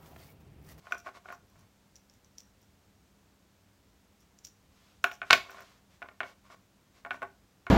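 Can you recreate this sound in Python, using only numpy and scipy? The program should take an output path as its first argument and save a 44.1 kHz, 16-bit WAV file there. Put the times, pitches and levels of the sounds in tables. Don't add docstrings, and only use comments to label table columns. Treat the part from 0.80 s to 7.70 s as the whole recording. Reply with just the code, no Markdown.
import sys
import numpy as np
from scipy import signal
from scipy.fft import rfft, irfft, next_fast_len
from scipy.io import wavfile

SR = 44100
rng = np.random.default_rng(int(sys.argv[2]) if len(sys.argv) > 2 else 0)


def int16_out(signal):
    q = np.round(np.clip(np.atleast_2d(signal).T, -1, 1) * 32767)
    wavfile.write(sys.argv[1], SR, q.astype(np.int16))


N = 304334
T = np.arange(N) / SR
STRIKE_T = T[:SR // 4]


def from_db(db):
    return 10 ** (np.asarray(db) / 20)


def rms_one(x):
    return x / np.sqrt(np.mean(x ** 2, axis=-1, keepdims=True) + 1e-20)


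def dying(t, t60):
    return np.exp(-np.log(1000) * t / t60)


def at_hz(points, hz, column=1):
    points = np.array(points)
    return np.interp(np.log(hz + 1e-9), np.log(points[:, 0]), points[:, column])


def low_pass(x, hz):
    return signal.sosfilt(signal.butter(3, hz, fs=SR, output="sos"), x)


def high_pass(x, hz):
    return signal.sosfilt(signal.butter(2, hz, "high", fs=SR, output="sos"), x)


def add(out, s, sound):
    start = max(round(s * SR), 0)
    out[start:start + len(sound)] += sound[:max(N - start, 0)]


def coloured(x, spectrum):
    size = next_fast_len(N)
    gain = from_db(at_hz(spectrum, np.fft.rfftfreq(size, 1 / SR)))
    return rms_one(irfft(rfft(x, size) * gain, size)[:N])


def strokes(rows):
    return sum(from_db(db) * np.sin(np.pi * np.clip((T - s) / length, 0, 1)) for s, length, db in rows)


def grains(per_s, spread_db):
    slips = (rng.random(N) < per_s / SR) * rng.choice([-1, 1], N)
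    return slips * from_db(spread_db * rng.standard_normal(N))


def struck(modes):
    hz, db, t60 = np.array(modes).T[:, :, None]
    strength = from_db(db + 1.2 * rng.standard_normal(db.shape))
    pitch = hz * (1 + .004 * rng.standard_normal(hz.shape))
    return np.sum(strength * np.sin(2 * np.pi * pitch * STRIKE_T) * dying(STRIKE_T, t60), axis=0)


def crack(db, t60, low_hz):
    return from_db(db) * high_pass(rng.standard_normal(len(STRIKE_T)), low_hz) * dying(STRIKE_T, t60)


# f/Hz, rms level/dB
HUM_PARTIALS = [(100, -79.5), (200, -76)]
# f/Hz, relative level/dB
AIR_COLOUR = [(15, -41), (25, -15.5), (64, -0.5), (108, -5), (127, -9.5), (200, -5), (229, -12.5),
              (256, -8.5), (363, -13.5), (591, -16), (1560, -21.5), (1700, -22.5), (5000, -26.5),
              (6560, -26.5), (16000, -34)]


def room_tone():
    hum = sum(from_db(db) * np.sqrt(2) * np.sin(2 * np.pi * (hz * T + rng.random()))
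              for hz, db in HUM_PARTIALS)
    return hum + from_db(-65.5) * coloured(rng.standard_normal(N), AIR_COLOUR)


# f/Hz, relative level/dB, t60/s
TABLETOP_MODES = [(270, -27, .14), (390, -28.5, .16), (642.6, -32, .10), (698.4, -9.5, 0.053),
                  (837, -26.5, 0.14), (985, -34, .04), (1102, -7, 0.03), (1196, -19, 0.058),
                  (1375, -16.5, 0.056), (1560, -24.5, 0.046), (1728, -28, .035), (1854, -14, 0.039),
                  (2003, -18, 0.034), (2196, -2, 0.023), (2274, -14.5, 0.021), (2715, -9.5, .02),
                  (2940, -11, 0.024), (3260, -10.5, 0.0082), (3650, -15.5, 0.02), (3740, -22, 0.013),
                  (4170, -16.5, 0.025), (4374, -28, 0.008)]
# f/Hz, relative level/dB, t60/s
PIECE_MODES = [(727, -5, 0.033), (1461.4, 2.5, 0.028), (2177, -4.5, 0.033), (2410, -1.5, 0.02),
               (5560, -24.5, 0.011)]
# t/s, length/s, slide level/dB, sleeve level/dB
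PUSHES = [(-0.004, 0.21, -60.5, -64.5), (0.241, 0.066, -50, -59), (0.334, 0.061, -53.5, -58.5),
          (0.43, 0.13, -60, -65), (0.698, 0.18, -69, -77), (3.87, 0.37, -83, -68.5),
          (4.44, 0.087, -59, -60), (4.6, 0.25, -52.5, -63.5), (4.705, 0.31, -66, -63.5),
          (5.086, .1, -79, -68), (5.413, 0.13, -57.5, -60), (5.635, 0.062, -60.5, -68),
          (5.691, 0.067, -51.5, -60), (6.126, 0.098, -71, -66), (6.306, 0.078, -49, -62)]


def slides():
    pushes = strokes([(s, length, db) for s, length, db, _ in PUSHES])
    drag_s, clean_landing_hz = .036, 2400
    skids = strokes([(s - drag_s * max(1 - hardness_hz / clean_landing_hz, 0), .052, -38 + .54 * db)
                     for s, db, _, hardness_hz, *_ in LANDINGS])
    body = struck(TABLETOP_MODES) - from_db(-13.5) * struck(PIECE_MODES)
    body += crack(db=-4.5, t60=.014, low_hz=800)
    slips = rms_one(grains(per_s=1300, spread_db=4.5))
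    catches = from_db(2.5) * rms_one(grains(per_s=55, spread_db=3.5))
    scrape = signal.fftconvolve(slips + catches, body)[:N]
    return np.hypot(pushes, skids) * rms_one(high_pass(low_pass(scrape, hz=1640), hz=380))


# f/Hz, relative level/dB
SLEEVE_COLOUR = [(300, -11.5), (1000, -4.5), (3500, -5.5), (6500, -11), (9500, -18), (13000, -21.5),
                 (16000, -32)]


def sleeves():
    swells = strokes([(s, length, db) for s, length, _, db in PUSHES])
    return swells * coloured(grains(per_s=12000, spread_db=3), SLEEVE_COLOUR)


def jolt(db, hz, t60):
    return from_db(db) * np.sin(2 * np.pi * hz * STRIKE_T) * dying(STRIKE_T, t60)


def dense_ring(blow_db):
    return crack(db=-14 + .12 * (blow_db + 10), t60=.093, low_hz=900)


def edge_tick(blow_db, hardness_hz):
    db = blow_db - 22.5 + 2.5 * np.log2(hardness_hz / 2000)
    return signal.lfilter(*signal.butter(1, 6045, fs=SR), crack(db, t60=.016, low_hz=3000))


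def knock(blow_db, ring_db, hardness_hz):
    bending_below_hz, glancing_hz = 900, 3450
    bending_db = 4 - 10.5 * max(np.log2(hardness_hz / glancing_hz), 0)
    top = struck([(hz, db + bending_db * (hz < bending_below_hz), t60) for hz, db, t60 in TABLETOP_MODES])
    top += crack(db=-.5, t60=.016, low_hz=1746)
    top += jolt(db=-1, hz=3450, t60=.0034)
    top += dense_ring(blow_db)
    piece = from_db(ring_db) * struck(PIECE_MODES)
    return low_pass(from_db(blow_db) * (top - piece), hardness_hz)


# t/s, blow level/dB, piece's ring over the blow/dB,
# hardness as cut-off/Hz, gap to first rebound/s, loss per rebound/dB
LANDINGS = [(0.0692, -38.5, -3.5, 1700, 0.0095, 8), (.1105, -39, -12, 1400, .005, 12),
            (0.1219, -26, 3.5, 2400, 0.0033, 16), (.2610, -40.5, -8, 1750, .009, 0),
            (.2700, -32.5, -1, 1490, .008, 5), (.4570, -45, 8.5, 1340, 0.0051, 10),
            (0.487, -36, -4.5, 1700, 0.0041, 20), (.5024, -34.5, -1.5, 1690, 0.031, 12),
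            (.5250, -34.5, -1, 1500, 0.005, 17), (4.242, -14.5, -1, 3180, .003, 14),
            (4.3144, -35, -4, 3240, 0.0038, 9), (4.4168, -28, -1, 2330, 0.012, 5),
            (4.5034, -20, 3, 3700, 0.0044, 13), (4.5072, -7, -5, 5400, 0.018, 13.5),
            (4.5298, -7, -3, 4900, .0045, 6), (4.6955, -38, -1.5, 1960, 0.012, 8),
            (4.7720, -42, -3, 1660, 0.011, -1.5), (4.805, -39.5, -10, 1750, .013, 4),
            (5.219, -34, -4.5, 1956, 0.00293, 11), (5.226, -34.5, 0, 2240, .004, 15),
            (5.287, -39, -8.5, 2350, .005, 13), (5.4045, -23, -3, 2470, 0.0077, 6.5),
            (5.4320, -31.5, -15.5, 2500, .008, 12), (6.2495, -31, -5, 1800, .012, 3),
            (6.3075, -25, -1, 2450, .0067, 5.5), (6.4196, -27.5, -3.5, 1700, 0.0075, 0),
            (6.4290, -24.5, -6.5, 1130, 0.0032, 18), (6.867, -30, -1, 2130, .014, 13)]


def taps():
    gap_ratio, hardness_ratio = .6, .92
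    out = np.zeros(N)
    for s, db, ring_db, first_hz, gap_s, loss_db in LANDINGS:
        for bounce in range(3):
            blow_db = db - loss_db * bounce
            hardness_hz = first_hz * hardness_ratio ** bounce
            add(out, s, knock(blow_db, ring_db, hardness_hz) + edge_tick(blow_db, hardness_hz))
            s += gap_s * gap_ratio ** bounce
    return high_pass(out, hz=487.5)


def thuds():
    out = np.zeros(N)
    for s, db, *_ in LANDINGS:
        add(out, s, jolt(db - 35.5, hz=110, t60=.13))
    return out


# f/Hz, relative level/dB, t60 before extra damping/s
FITTING_MODES = [(3600, -8.5, .005), (5670, -5, 0.074), (5830, 7.5, 0.024), (6300, -1, 0.012),
                 (6930, 1.5, 0.018), (8680, -11, 0.013), (11490, -6.5, 0.031), (12400, -12.5, .004),
                 (13950, -3, 0.0097), (15400, -14.5, 0.0065)]


def clink(main_hz):
    grip = 1 + .025 * rng.standard_normal()
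    modes = [(hz * grip, db - min(28 * abs(np.log2(hz / main_hz)), 23), t60)
             for hz, db, t60 in FITTING_MODES]
    return struck(modes) * dying(STRIKE_T, t60=.035) + crack(db=-12, t60=.022, low_hz=4832)


# t/s, level/dB, favoured f/Hz
TOUCHES = [(0.1213, -45, 14100), (0.123, -44.5, 6100), (0.182, -43, 8640), (0.524, -47, 13700),
           (.699, -57, 11500), (0.792, -53, 11500), (1.1568, -51, 5660), (1.1636, -51.5, 6400),
           (1.298, -57.5, 6260), (1.338, -55, 7900), (1.4465, -56.5, 5200), (1.5813, -63, 13000),
           (1.5831, -43.5, 5740), (1.8160, -54, 12700), (3.406, -52.5, 9600), (3.5886, -51, 7000),
           (3.6497, -39, 6400), (3.6558, -46.5, 14600), (4.241, -22.5, 9300), (4.317, -43.5, 13000),
           (4.3373, -44.5, 3600), (4.5315, -21, 12000), (4.707, -43.5, 14100), (4.806, -47.5, 13990),
           (6.339, -53, 10700)]


def clinks():
    retouch_s, retouch_loss_db, spread_octaves = .005, 11, .64
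    out = np.zeros(N)
    for s, db, main_hz in TOUCHES:
        add(out, s, from_db(db) * clink(main_hz))
        retouch_hz = main_hz * 2 ** (spread_octaves * rng.standard_normal())
        add(out, s + retouch_s, from_db(db - retouch_loss_db) * clink(retouch_hz))
    swells = strokes([(s - .016, .054, min(db - 19, -58.5)) for s, db, _ in TOUCHES])
    choked_ring = struck(FITTING_MODES) * dying(STRIKE_T, t60=.008) + crack(db=-9, t60=.006, low_hz=9000)
    rub = signal.fftconvolve(grains(per_s=700, spread_db=5.5), choked_ring)[:N]
    return high_pass(out + swells * rms_one(rub), hz=2200)


# t/s, length/s, level/dB
ARM_SHIFTS = [(.62, 0.041, -61), (.70, 0.21, -63), (4.5, 0.12, -53)]
# f/Hz, relative level/dB
RUMBLE_COLOUR = [(30, -14), (85, 0.5), (150, -3.5), (300, -17), (700, -28.5), (2000, -66)]


def forearms():
    return strokes(ARM_SHIFTS) * coloured(rng.standard_normal(N), RUMBLE_COLOUR)


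# f/Hz, early level/dB, tail level/dB, tail t60/s
REVERB = [(100, -15, -16, .45), (400, -12.5, -22, 0.34), (800, -15.5, -20, 0.38),
          (1500, -12.5, -23.5, 0.13), (3000, -16.5, -22.5, 0.43), (6000, -15, -21.5, 0.37),
          (15000, -15, -15.5, 0.37)]
SPOT_TIMES = [0, 1.0, 4.0, 4.4, 5.0, 6.0, 7.0]


def room(x, first_echo_s):
    t = T[:next_fast_len(SR // 2)]
    hz = np.fft.rfftfreq(len(t), 1 / SR)
    edges_hz = np.geomspace(650, 17600, 56) - 600
    white = rfft(rng.standard_normal((len(SPOT_TIMES) - 1, len(t))))
    build_up = np.clip(t / first_echo_s - 1, 0, 1)
    responses = 0
    for low, high in zip(edges_hz, edges_hz[1:]):
        band = irfft(white * (hz >= low) * (hz < high), len(t)) * build_up
        early_db, tail_db, tail_t60 = (at_hz(REVERB, np.sqrt(low * high), column) for column in (1, 2, 3))
        early = from_db(early_db) * rms_one(band * dying(t, t60=.2))
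        tail = from_db(tail_db) * rms_one(band * dying(t, tail_t60))
        responses += (early + tail) * np.sqrt(2 * (high - low) / SR / len(t))
    out = np.zeros(N)
    for start, end, response in zip(SPOT_TIMES, SPOT_TIMES[1:], responses):
        add(out, start, signal.fftconvolve(x[round(start * SR):round(end * SR)], response))
    return out


def scene():
    work = taps() + thuds() + clinks() + slides() + sleeves() + forearms()
    return (work + room(work, first_echo_s=.0051) + room_tone())[None]


def record(dry):
    dip_hz, dip_depth, cutoff_hz = 9980, .38, 15850
    notched = signal.lfilter(*signal.iirnotch(dip_hz, Q=2.8, fs=SR), dry)
    heard = high_pass(dry + dip_depth * (notched - dry), hz=33)
    top_cut = signal.ellip(10, .1, 80, cutoff_hz, fs=SR, output="sos")
    return signal.sosfilt(top_cut, np.clip(heard, -1, 1))


dry = scene()
out = record(dry)
int16_out(out)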